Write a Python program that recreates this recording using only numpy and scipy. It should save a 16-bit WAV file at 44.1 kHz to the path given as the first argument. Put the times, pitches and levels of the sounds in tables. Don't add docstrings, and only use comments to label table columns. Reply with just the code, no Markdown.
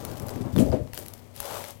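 import sys
import numpy as np
from scipy import signal
from scipy.fft import rfft, irfft
from scipy.io import wavfile

SR = 44100
rng = np.random.default_rng(int(sys.argv[2]) if len(sys.argv) > 2 else 0)


def put_to_file(sound):
    columns = np.atleast_2d(sound).T
    safe = np.clip(columns, -1, 1)
    whole_steps = np.round(safe * 32767)
    wavfile.write(sys.argv[1], SR, whole_steps.astype(np.int16))


N = 79380
TIME = np.arange(N) / SR

# (time [s], level [dB], lower band edge [Hz], upper band edge [Hz], rise [s])
FLEX_BLOWS = [(0.019, -39, 90, 318, 0.0071), (.095, -38.5, 150, 750, 0.0067),
              (.195, -33.5, 78.6, 166, 0.0086), (0.358, -30, 110, 417, 0.0013), (0.4, -27, 80, 340, 0.0054),
              (.449, -29.5, 124, 294, .002), (.528, -24, 121, 157, 0.023), (.554, -22.5, 178, 544, 0.011),
              (.568, -16.5, 141, 200, 0.002), (.589, -14.5, 175, 235, 0.0016),
              (.598, -24, 450, 560, 0.0034), (.618, -18, 190, 323, 0.0028), (0.627, -26.5, 50, 100, 0.0069),
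              (.657, -28.5, 400, 730, 0.0087), (.664, -33, 170, 298, 0.0056),
              (.687, -21.5, 64.4, 121, 0.013), (.722, -21.5, 325, 770, 0.0068),
              (.733, -25, 202, 453, 0.0038), (.782, -36.5, 377, 525, 0.0023), (0.794, -29, 50, 149, 0.011),
              (0.976, -42, 202, 640, 0.002)]
# (frequency [Hz], relative level [dB], small-amplitude T60 [s])
MAIN_MODES = [(76, -8.5, 0.9), (115, 0, 0.48), (143.2, -3, 0.47), (194.2, 2, 0.26), (259.2, 3.5, 0.38),
              (325, 3, 0.15), (412.4, -3.5, 0.2), (490.4, -1, 0.32), (625.5, 0, 0.39), (771, -13, 0.34),
              (1020, -34, 0.4)]
# (frequency [Hz], relative level [dB])
WEAK_MODE_SPECTRUM = [(40, 3), (70, 2.5), (130, -1.5), (260, 1.5), (400, -1), (650, -3.5), (900, -16),
                      (1400, -41)]
WEAK_MODE_DB, WEAK_MODE_T60_S = -4, 0.21
# (time [s], nominal frequency ratio [1])
BEND_RATIO = [(0, 1.007), (.5, 0.99), (.57, 0.93), (.64, 1.06), (.73, 1.08), (.8, 1.0), (1.0, 0.95)]
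BEND_SPREAD, SHAPE_DETUNE = 0.8, 0.0606
FLEX_BAND_ORDER = 3.54
LOUD_DAMPING_PER_S = 39

# (time [s], level [dB], treble tilt [dB/octave])
EDGE_TICKS = [(0.0501, -23.5, 0.5), (0.107, -38, 8), (.1175, -37, 6), (0.1396, -43, -8), (0.156, -40, -2),
              (0.198, -29.5, -1.5), (.2677, -32, 6), (0.2841, -29.5, -2.5), (0.293, -29.5, -1.5),
              (0.359, -32, -4), (0.563, -24, -5), (0.5809, -26, -3.5), (0.5865, -24.5, -2.5),
              (.7168, -30.5, -7.5), (0.8742, -40.5, -6), (0.9338, -26.5, -2.5), (0.945, -24.5, 14),
              (.976, -22, -2), (0.9895, -25.5, 8), (1.062, -30, 1), (1.0831, -28.5, 1.5), (1.137, -28.5, 1),
              (1.363, -33, 1), (1.403, -17, 4.7), (1.429, -29, -8), (1.4555, -28.5, -2), (1.605, -37, -5),
              (1.641, -26.5, -4.5), (1.684, -31, -1.5), (1.7065, -29, 3)]
# (frequency [Hz], relative level [dB])
TICK_SPECTRUM = [(200, -40), (900, 3), (1800, 0), (3200, -2), (5000, 1.5), (9000, -0.5), (10500, 6),
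                 (13500, 4.5), (16500, -2)]
TICK_RISE_S, TICK_DECAY_S, TICK_TAIL_DB, TICK_TAIL_S = 0.00039, 0.0013, -25.5, 0.032
# (time [s], level [dB], frequency [Hz], decay [s])
EDGE_KNOCKS = [(.4512, -24.5, 556, 0.0013), (.563, -22.5, 3520, 0.0013), (0.5866, -21, 3120, 0.0013),
               (.717, -33, 4800, 0.0018), (0.931, -28, 76.6, 0.012), (.9335, -29.5, 2720, 0.0018),
               (.934, -38, 960, 0.0071), (.9762, -30, 3010, 0.0016), (1.402, -33.5, 60, 0.012),
               (1.4023, -22, 1150, 0.0012)]
# (time [s], level [dB], decay [s], treble tilt [dB/octave])
EDGE_SIZZLES = [(0.042, -43, 0.034, -9.5), (.168, -44.5, 0.021, -1), (0.22, -39, 0.01, 12),
                (.303, -39, 0.013, 2), (.409, -41.5, 0.016, -3), (.581, -28.5, 0.037, -9),
                (0.594, -31, 0.021, 1.5), (.722, -32, 0.036, -9), (.985, -40.5, 0.038, 7.5)]
# (frequency [Hz], relative level [dB])
SIZZLE_SPECTRUM = [(500, 0.5), (1500, -4), (3000, -1), (5000, -1), (8500, 2.5), (12500, -2), (16500, -11)]
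KNOCK_RISE_S, SIZZLE_RISE_S = 0.00037, 0.0016

# (time [s], level [dB])
PIVOT_BODY_LEVEL = [(0, -36), (.11, -34), (.17, -38), (.24, -34.5), (.32, -34), (.4, -36.5), (.48, -35.5),
                    (.54, -42), (.85, -58), (.93, -50.5), (1.0, -45), (1.08, -46.5), (1.2, -51),
                    (1.33, -54.5)]
PIVOT_GRIT_LEVEL = [(0, -49.5), (.09, -48), (.21, -51.5), (.245, -54), (.27, -52), (.36, -53), (.44, -56.5),
                    (.48, -58), (.54, -51), (.68, -49), (.8, -61), (.925, -63), (.95, -45.5), (1.09, -55.5),
                    (1.18, -59), (1.33, -68.5)]
SLIDE_BODY_LEVEL = [(1.33, -59), (1.36, -54), (1.41, -43.5), (1.46, -37.5), (1.51, -33), (1.555, -31.5),
                    (1.595, -37.5), (1.66, -45), (1.705, -43), (1.735, -64), (1.8, -68)]
SLIDE_GRIT_LEVEL = [(1.33, -67.5), (1.355, -49), (1.41, -45), (1.46, -42.5), (1.565, -39.5), (1.66, -45.5),
                    (1.705, -44.5), (1.735, -55), (1.8, -63)]
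# (frequency [Hz], relative level [dB])
PIVOT_BODY_SPECTRUM = [(50, -4.5), (110, 9), (200, 0.5), (400, -0.5), (700, -2.5), (1100, -9.5),
                       (1600, -20), (3000, -34), (8000, -64)]
PIVOT_GRIT_SPECTRUM = [(800, -12), (2000, -3), (3200, 0), (5000, 0.5), (9000, -2), (11000, -3.5),
                       (14000, 0.5), (16500, -10)]
SLIDE_BODY_SPECTRUM = [(50, -16), (200, -14), (400, -5.5), (490, -0.5), (560, 5), (650, -2.5), (820, -1.5),
                       (970, -4), (1150, -8.5), (1450, -11.5), (2500, -35.5), (8000, -30.5)]
SLIDE_GRIT_SPECTRUM = [(800, -23), (2000, 3), (3200, 6), (4500, 2), (7000, 1.5), (9300, -0.5), (10200, 2.5),
                       (13000, 3), (16500, -10)]
SLIPS_PER_S, SPURT_S = 5000, 0.0035

# (frequency [Hz], T60 [s])
REVERB_TIMES = [(100, 0.61), (1000, 0.56), (4000, 0.22), (15000, 0.35)]
BOOM_REVERB_DB, CONTACT_REVERB_DB = -20, -12
# (frequency [Hz], level [dB])
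HUM_TONES = [(96.9, -50.5), (240, -56)]
# (frequency [Hz], relative level [dB])
AIR_SPECTRUM = [(25, 2), (60, 4), (110, 14.5), (250, 1), (550, -4), (1000, -43.5), (2000, -10.5),
                (5000, -23), (12000, -22), (16500, -31)]
AIR_DB, RIGHT_GAIN_DB, RIGHT_HISS_DB = -50.5, -60.5, -74.5
CUTOFF_HZ = 16300


def flexes(weak_count=110):
    out, t = np.zeros(N), TIME[:SR // 2]
    bend_integral = np.cumsum(curve(BEND_RATIO) - 1) / SR
    main_hz, main_db, main_t60 = np.transpose(MAIN_MODES)
    weak_hz = 40 + 12 * (np.arange(weak_count) + rng.random(weak_count))
    rest_hz = np.r_[main_hz, weak_hz]
    strength = amp(np.r_[main_db, WEAK_MODE_DB + spectrum_at(WEAK_MODE_SPECTRUM, weak_hz)])
    t60 = np.r_[main_t60, np.full(weak_count, WEAK_MODE_T60_S)]
    decay = np.exp(-np.log(1000) * t / t60[:, None])
    for start, db, low_hz, high_hz, rise_s in FLEX_BLOWS:
        phase, detune, follow = rng.uniform(-0.955, 1, (3, len(rest_hz)))
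        hz = rest_hz * (1 + SHAPE_DETUNE * detune)
        lowpass = (1 + (hz / high_hz) ** (2 * FLEX_BAND_ORDER)) ** -0.5
        highpass = (1 + (low_hz / hz) ** (2 * FLEX_BAND_ORDER)) ** -0.5
        glide = np.outer(hz * (1 + BEND_SPREAD * follow), np.interp(start + t, TIME, bend_integral))
        cycles = np.outer(hz, t) + glide + phase[:, None]
        ring = (strength * lowpass * highpass) @ (decay * np.sin(2 * np.pi * cycles))
        ring *= (1 - np.exp(-t / rise_s)) * np.exp(-LOUD_DAMPING_PER_S * amp(db) * t)
        add(out, start, amp(db) * ring / np.std(ring[:1500]))
    return out


def ticks():
    out, t = np.zeros(N), TIME[:4096]
    crack = np.exp(-np.maximum(t - TICK_RISE_S, 0) / TICK_DECAY_S)
    tail = amp(TICK_TAIL_DB) * np.exp(-t / TICK_TAIL_S)
    envelope = np.minimum(t / TICK_RISE_S, 1) * (crack + tail)
    for start, db, tilt_db in EDGE_TICKS:
        noise = colour(rng.standard_normal(len(t)), TICK_SPECTRUM, tilt_db)
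        add(out, start, amp(db) * envelope * noise)
    return out


def knocks():
    out, t = np.zeros(N), TIME[:4096]
    for start, db, hz, decay_s in EDGE_KNOCKS:
        envelope = np.minimum(t / KNOCK_RISE_S, 1) * np.exp(-t / decay_s)
        add(out, start, amp(db) * envelope * np.sin(2 * np.pi * hz * t))
    return out


def sizzles():
    out = np.zeros(N)
    for start, db, decay_s, tilt_db in EDGE_SIZZLES:
        envelope = np.minimum(TIME / SIZZLE_RISE_S, 1) * np.exp(-TIME / decay_s)
        add(out, start, amp(db) * envelope * colour(slips(spread_db=3.5), SIZZLE_SPECTRUM, tilt_db))
    return out


def scrape(body_level, body_spectrum, grit_level, grit_spectrum, spurt_db):
    force = slips(spread_db=2.5)
    knots = np.arange(1000) * SPURT_S
    spurts = np.interp(TIME, knots, rng.standard_normal(len(knots)))
    body = amp(curve(body_level)) * colour(force, body_spectrum)
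    grit = amp(curve(grit_level) + spurt_db * spurts) * colour(force, grit_spectrum)
    return body + grit


def slips(spread_db):
    size = amp(spread_db * np.minimum(rng.exponential(1, N), 4))
    return size * rng.choice([-1., 1.], N) * (rng.random(N) < SLIPS_PER_S / SR)


def room(x):
    hz, t, noise = signal.stft(rng.standard_normal(SR // 2), SR, nperseg=256)
    decay = np.exp(-np.log(1000) * t / spectrum_at(REVERB_TIMES, hz)[:, None])
    _, tail = signal.istft(noise * decay, SR, nperseg=256)
    tail[:250] = 0
    return signal.fftconvolve(x, tail / np.linalg.norm(tail))[:N]


def workshop():
    hum = sum(amp(db) * np.sqrt(2) * np.sin(2 * np.pi * (hz * TIME + rng.random()))
              for hz, db in HUM_TONES)
    return hum + amp(AIR_DB) * colour(rng.standard_normal(N), AIR_SPECTRUM)


def colour(x, spectrum, tilt_db=0):
    hz = np.fft.rfftfreq(len(x), 1 / SR)
    octaves = np.log2(np.maximum(hz, 1000))
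    gain = amp(spectrum_at(spectrum, hz) + tilt_db * octaves)
    shaped = irfft(rfft(x) * gain, len(x))
    return shaped / np.sqrt(np.mean(shaped ** 2) + 1e-20)


def amp(db):
    return 10 ** (np.asarray(db) / 20)


def spectrum_at(points, hz):
    point_hz, value = np.transpose(points)
    return np.interp(np.log(hz + 1), np.log(point_hz + 1), value)


def curve(points):
    return np.interp(TIME, *np.transpose(points))


def add(mix, start, sound):
    part = mix[max(round(start * SR), 0):][:len(sound)]
    part += sound[:len(part)]


def scene():
    boom = flexes()
    contact = ticks() + knocks() + sizzles()
    contact += scrape(PIVOT_BODY_LEVEL, PIVOT_BODY_SPECTRUM,
                      PIVOT_GRIT_LEVEL, PIVOT_GRIT_SPECTRUM, spurt_db=4.0)
    contact += scrape(SLIDE_BODY_LEVEL, SLIDE_BODY_SPECTRUM,
                      SLIDE_GRIT_LEVEL, SLIDE_GRIT_SPECTRUM, spurt_db=1.2)
    reverb = room(amp(BOOM_REVERB_DB) * boom + amp(CONTACT_REVERB_DB) * contact)
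    left = boom + contact + reverb + workshop()
    right = amp(RIGHT_GAIN_DB) * left + amp(RIGHT_HISS_DB) * rng.standard_normal(N)
    return np.array([left, right])


def record(dry):
    lowpass = signal.firwin(255, CUTOFF_HZ, window=("kaiser", 9), fs=SR)
    return signal.oaconvolve(dry, lowpass[None], "same")


dry = scene()
out = record(dry)
put_to_file(out)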